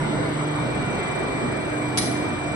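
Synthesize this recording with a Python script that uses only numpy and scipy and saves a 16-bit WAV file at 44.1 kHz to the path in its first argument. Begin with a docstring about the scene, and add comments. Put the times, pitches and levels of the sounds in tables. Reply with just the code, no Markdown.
"""Pipe extrusion line in a factory hall

Motors and blowers make a broad roar, with a low hum, a thin whistle and faint gear tones.
Above them whines the switching tone of the motor drives, beating against its sidebands.
Near the end a steel part of the winder clacks and rattles briefly, and the hall reverberates."""
import sys
import numpy as np
from scipy import signal
from scipy.fft import rfft, irfft, next_fast_len
from scipy.io import wavfile
from scipy.ndimage import uniform_filter1d, map_coordinates

SR = 44100
rng = np.random.default_rng(int(sys.argv[2]) if len(sys.argv) > 2 else 0)


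def waveform_to_disk(signal):
    """Save audio, clipped to [-1, 1], as 16-bit WAV at the path in sys.argv[1]."""
    frames = np.transpose(np.atleast_2d(signal))
    scaled = np.clip(frames, -1, 1) * 32767
    samples = np.round(scaled).astype(np.int16)
    wavfile.write(sys.argv[1], SR, samples)


N = 112455
T = np.arange(N) / SR


def blowers():
    """Turbulence radiates broadband noise: the machines' roar, a low churning that swells, and air hiss."""
    # Each row: frequency in Hz, relative spectral density in dB.
    roar_spectrum = [(20, -37.5), (35, -16.5), (50, -7), (66, -5.5), (78, -10.5), (90, -8), (105, -5.5),
                     (180, -2), (240, -2), (350, -3.5), (520, -6.5), (640, -2.5), (790, -7), (860, -6.5),
                     (1100, -9), (1350, -10), (1500, -9), (1700, -13), (2000, -12), (2320, -14.5),
                     (2480, -21.5), (3500, -21.5), (4300, -25), (4750, -33.5), (6500, -39), (9000, -47.5)]
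    churn_spectrum = [(130, -26), (205, -8), (260, -1.5), (340, 0), (430, -1), (600, -7), (900, -33),
                      (2000, -63)]
    hiss_spectrum = [(2000, -20), (5000, -1), (8000, 0), (11500, 0)]
    # Each row: time in seconds, level in dB.
    roar_levels = [(0, -26.5), (.6, -27), (1.1, -26), (1.6, -28.5), (2.1, -27.2), (2.55, -28.5)]
    churn_levels = [(0, -39.5), (.15, -32), (.5, -36), (.95, -34.5), (1.1, -33.5), (1.25, -30.5),
                    (1.42, -30.5), (1.6, -33.5), (2.0, -34.5), (2.3, -34.5), (2.55, -40.5)]
    roar = envelope(roar_levels) * diffuse_noise(roar_spectrum, patchy_db=1.99, ripple_db=2)
    churn = envelope(churn_levels) * diffuse_noise(churn_spectrum, patchy_db=1.0, ripple_db=2)
    hiss = amp(-48) * diffuse_noise(hiss_spectrum, patchy_db=-5.0, ripple_db=2.5)
    return roar + churn + hiss


def motors():
    """Periodic forces in motors and gears radiate a line spectrum: hum, rumble, whistle and gear tones."""
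    # Each row: time in seconds, level in dB.
    hum_levels = [(0, -26), (.2, -33), (.28, -35), (.4, -27.5), (.53, -29), (.7, -37), (1.1, -38),
                  (1.4, -43.5), (2.2, -41), (2.5, -35.5)]
    octave_levels = [(0, -46.5), (.12, -35.5), (.25, -33.5), (.5, -31.5), (.8, -38), (1.0, -49), (1.5, -40),
                     (1.75, -32.5), (2.15, -31), (2.38, -35.5), (2.55, -37.5)]
    rumble_levels = [(0, -38), (.5, -38.5), (.7, -30.5), (.9, -37.5), (1.05, -44), (1.35, -38.5),
                     (1.55, -39.5), (1.8, -37.5), (1.93, -31), (2.12, -32), (2.3, -40.5), (2.55, -35)]
    whistle_levels = [(0, -49), (.32, -53), (.42, -44.5), (.8, -39.5), (1.2, -38), (2.0, -39.5),
                      (2.55, -37.5)]
    gear_levels = [(0, -52), (.4, -51), (.6, -43), (1.05, -43), (1.3, -54), (1.8, -55), (2.0, -41),
                   (2.3, -44), (2.55, -43)]
    # Faint steady tones. Each row: frequency in Hz, level in dB, phase lead of the left in radians.
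    faint_tones = [(99.7, -45, -0.41), (866, -54, -0.31), (1148, -57, -0.49), (1247, -55, -1.3),
                   (1355, -56, -2.2), (2245, -56, -0.97), (3600, -61, 0.83), (3887, -63, 2),
                   (4877, -62, -1.6), (5163, -66, -1), (5992, -64, -1.6), (6245, -64, 1)]
    hum_hz = 150
    hum = envelope(hum_levels) * tone(hum_hz)
    octave = envelope(octave_levels) * tone(2 * hum_hz)
    rumble = envelope(rumble_levels) * tone(hz=125.5, drift_rad=1.3, waver_db=3.0)
    whistle = envelope(whistle_levels) * tone(hz=2346.7, lead_rad=-1.59)
    faint = sum(amp(db) * tone(hz, lead, drift_rad=1.0, waver_db=0) for hz, db, lead in faint_tones)
    gear = envelope(gear_levels) * tone(hz=734, lead_rad=-0.39, drift_rad=0.89, waver_db=-2.0)
    return hum + octave + rumble + whistle + gear + faint


def drives():
    """Beating: the switching tone of the motor drives interferes with its close sidebands."""
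    # Each row: frequency in Hz, relative level in dB.
    switching_tones = [(7961, -64), (7977, -56), (8000, -51), (8024, -56), (8039, -64), (8183, -70),
                       (8213, -67), (8238, -69), (8304, -68)]
    return sum(amp(db + 3) * tone(hz, lead_rad=np.pi / 2, drift_rad=1.0, waver_db=1.8)
               for hz, db in switching_tones)


def winder_clack():
    """Impact excitation: each contact cracks and rings the same steel modes, which drop fast, then linger."""
    # A quick cluster, then a weaker rattle. Each row: start in seconds, relative level in dB.
    contacts = [(1.9738, -14.5), (1.9772, -16.5), (1.9815, -16.5), (1.9862, -19), (2.013, -29),
                (2.019, -27), (2.026, -26), (2.035, -27), (2.0575, -26.5), (2.069, -27.5), (2.113, -33)]
    # Each row: mode frequency in Hz, relative strike level in dB, strike T60 in seconds,
    # relative level of the lingering ring in dB.
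    steel_modes = [(1900, -9, .15, -22), (2250, -9, .1, -24), (2966, -16, .1, -28), (3400, -2.5, .06, -25),
                   (3890, -3, .1, -18), (4060, -7, .08, -20), (4290, -7, .14, -17), (4860, 4, .055, -26),
                   (4990, 0, .05, -28), (5163, -4, .06, -23), (5665, -9, .12, -21), (6050, -9, .12, -21),
                   (6240, -5, .1, -20), (8580, -8, .14, -20), (8931, -13, .14, -24), (9200, -9, .14, -22),
                   (9430, -14, .14, -24), (9850, 1, .08, -20), (10000, -2, .12, -19), (10400, -7, .08, -25),
                   (10620, -1, .12, -20)]
    # Contact noise. Each row: frequency in Hz, relative spectral density in dB.
    crack_spectrum = [(300, -14), (1500, 1), (2700, -2), (3600, 3), (4600, 0), (5500, 1), (7000, -2),
                      (9000, -2), (11500, -1)]
    ring_db, linger_t60_s, linewidth_hz = -13, .62, 24
    crack_db, crack_t60_s = -3, .035
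    hz, strike_db, strike_t60_s, linger_db = np.transpose(steel_modes)[:, :, None]
    clack = np.zeros((2, N))
    for start_s, contact_db in contacts:
        start = round(start_s * SR)
        t = T[:min(N - start, SR // 2)]
        # A random walk of phase broadens each mode into a narrow band.
        walk = np.cumsum(rng.standard_normal((2, len(hz), len(t))), axis=2)
        jangle = walk * np.sqrt(2 * np.pi * linewidth_hz / SR)
        phase = 2 * np.pi * (hz * t + rng.random((2, len(hz), 1))) + jangle
        decay = amp(strike_db - 60 * t / strike_t60_s) + amp(linger_db - 60 * t / linger_t60_s)
        mode_gains = amp(rng.standard_normal(hz.shape))
        ring = amp(ring_db) * (mode_gains * decay * np.sin(phase)).sum(axis=1)
        noise = filtered(rng.standard_normal((2, N)), lambda f: amp(curve_at(crack_spectrum, f)))
        crack = amp(crack_db - 60 * t / crack_t60_s) * unit_rms(noise)[:, :len(t)]
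        clack[:, start:start + len(t)] += amp(contact_db) * (ring + crack)
    return clack


def hall(source):
    """Reverberation: dense reflections build up, then decay exponentially, fastest in the high treble."""
    # Each row: frequency in Hz, reverberation time T60 in seconds.
    decay_times = [(500, .63), (4000, .68), (10000, .58)]
    build_s = .02
    hz, t, spectra = signal.stft(rng.standard_normal((2, SR)), SR, nperseg=256)
    decay = amp(-60 * t / curve_at(decay_times, hz)[:, None])
    onset = 1 - np.exp(-t / build_s)
    tail = signal.istft(spectra * decay * onset, SR, nperseg=256)[1]
    return signal.fftconvolve(source, tail / np.linalg.norm(tail[0]), axes=1)[:, :N]


def diffuse_noise(spectrum, patchy_db, ripple_db):
    """Stereo noise of rms 1 with drifting patches of gain; interfering reflections ripple its spectrum."""
    # Each row: frequency in Hz, correlation of left and right from -1 to 1.
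    correlation = [(35, .995), (60, .99), (110, .6), (190, .71), (350, .6), (630, .19), (1140, .07),
                   (2050, 0), (2800, -.37), (3600, -.61), (4300, .1), (5200, .7), (6000, .17), (6500, -1),
                   (7600, -1), (9200, .9), (10700, -1)]
    ripple_spacing_hz, ripple_onset_hz = 30, 400
    spectra = signal.stft(rng.standard_normal((2, N)), nperseg=1024)[2]
    patches = uniform_filter1d(rng.standard_normal(spectra.shape[1:]), size=4, axis=0)  # over frequency
    patches = uniform_filter1d(patches, size=8, axis=1)  # over time
    noise = signal.istft(spectra * amp(patchy_db * unit_rms(patches)), nperseg=1024)[1][:, :N]
    knots = rng.standard_normal(SR // ripple_spacing_hz)

    def mid_side_gains(hz):
        """The rippled spectrum, its power divided between mid and side to set the correlation."""
        depth_db = ripple_db * hz / (hz + ripple_onset_hz)
        ripple = depth_db * map_coordinates(knots, [hz / ripple_spacing_hz])
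        angle = np.arccos(np.clip(curve_at(correlation, hz), -1, 1)) / 2
        return amp(curve_at(spectrum, hz) + ripple) * [np.cos(angle), np.sin(angle)]

    mid, side = filtered(noise, mid_side_gains)
    return unit_rms(np.array([mid + side, mid - side]))


def tone(hz, lead_rad=0, drift_rad=.25, waver_db=.9):
    """A stereo sinusoid of rms 1 under slow phase and amplitude modulation; the left leads by lead_rad."""
    phase = 2 * np.pi * (hz * T + rng.random()) + drift_rad * wobble(5.7)
    gain = amp(waver_db * wobble(10.07))
    return unit_rms(gain * np.sin([phase + lead_rad / 2, phase - lead_rad / 2]))


def wobble(knots_per_s):
    """Slow random fluctuation: a spline through Gaussian knots."""
    return map_coordinates(rng.standard_normal(int(N * knots_per_s / SR) + 4), [T * knots_per_s])


def filtered(x, response):
    """Linear filtering: the spectrum of x times a function of frequency in Hz."""
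    size = next_fast_len(N + SR // 2)
    return irfft(rfft(x, size) * response(np.fft.rfftfreq(size, 1 / SR)), size)[..., :N]


def envelope(points):
    """Gain per sample, interpolated between points of time in seconds and level in dB."""
    return amp(np.interp(T, *np.transpose(points)))


def curve_at(points, hz):
    """Value at hz, interpolated on a logarithmic frequency axis."""
    frequencies, values = np.transpose(points)
    return np.interp(np.log(hz + 1), np.log(frequencies + 1), values)


def amp(db):
    """Amplitude ratio of a level in decibels."""
    return 10 ** (np.asarray(db) / 20)


def unit_rms(x):
    """Normalisation to an rms of 1."""
    return x / np.sqrt(np.mean(x ** 2) + 1e-20)


def scene():
    """Superposition of the running machinery, the clack and its reverberation."""
    # Stereo balance of blowers and motors. Each row: frequency in Hz, left minus right level in dB.
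    balance = [(60, -0.2), (250, -3), (600, -0.9), (1200, -0.5), (2500, 1.1), (6000, 0)]
    sides = np.array([[.5], [-.5]])
    drone = filtered(blowers() + motors(), lambda hz: amp(curve_at(balance, hz) * sides))
    whine = drives()
    clack = winder_clack()
    return drone + whine + clack + amp(-8.5) * hall(clack)


def record(dry):
    """Band limiting: a steep low-pass filter removes the highest treble."""
    cutoff_hz = 11300
    return filtered(dry, lambda hz: 1 / np.sqrt(1 + (hz / cutoff_hz) ** 160))


dry = scene()
out = record(dry)
waveform_to_disk(out)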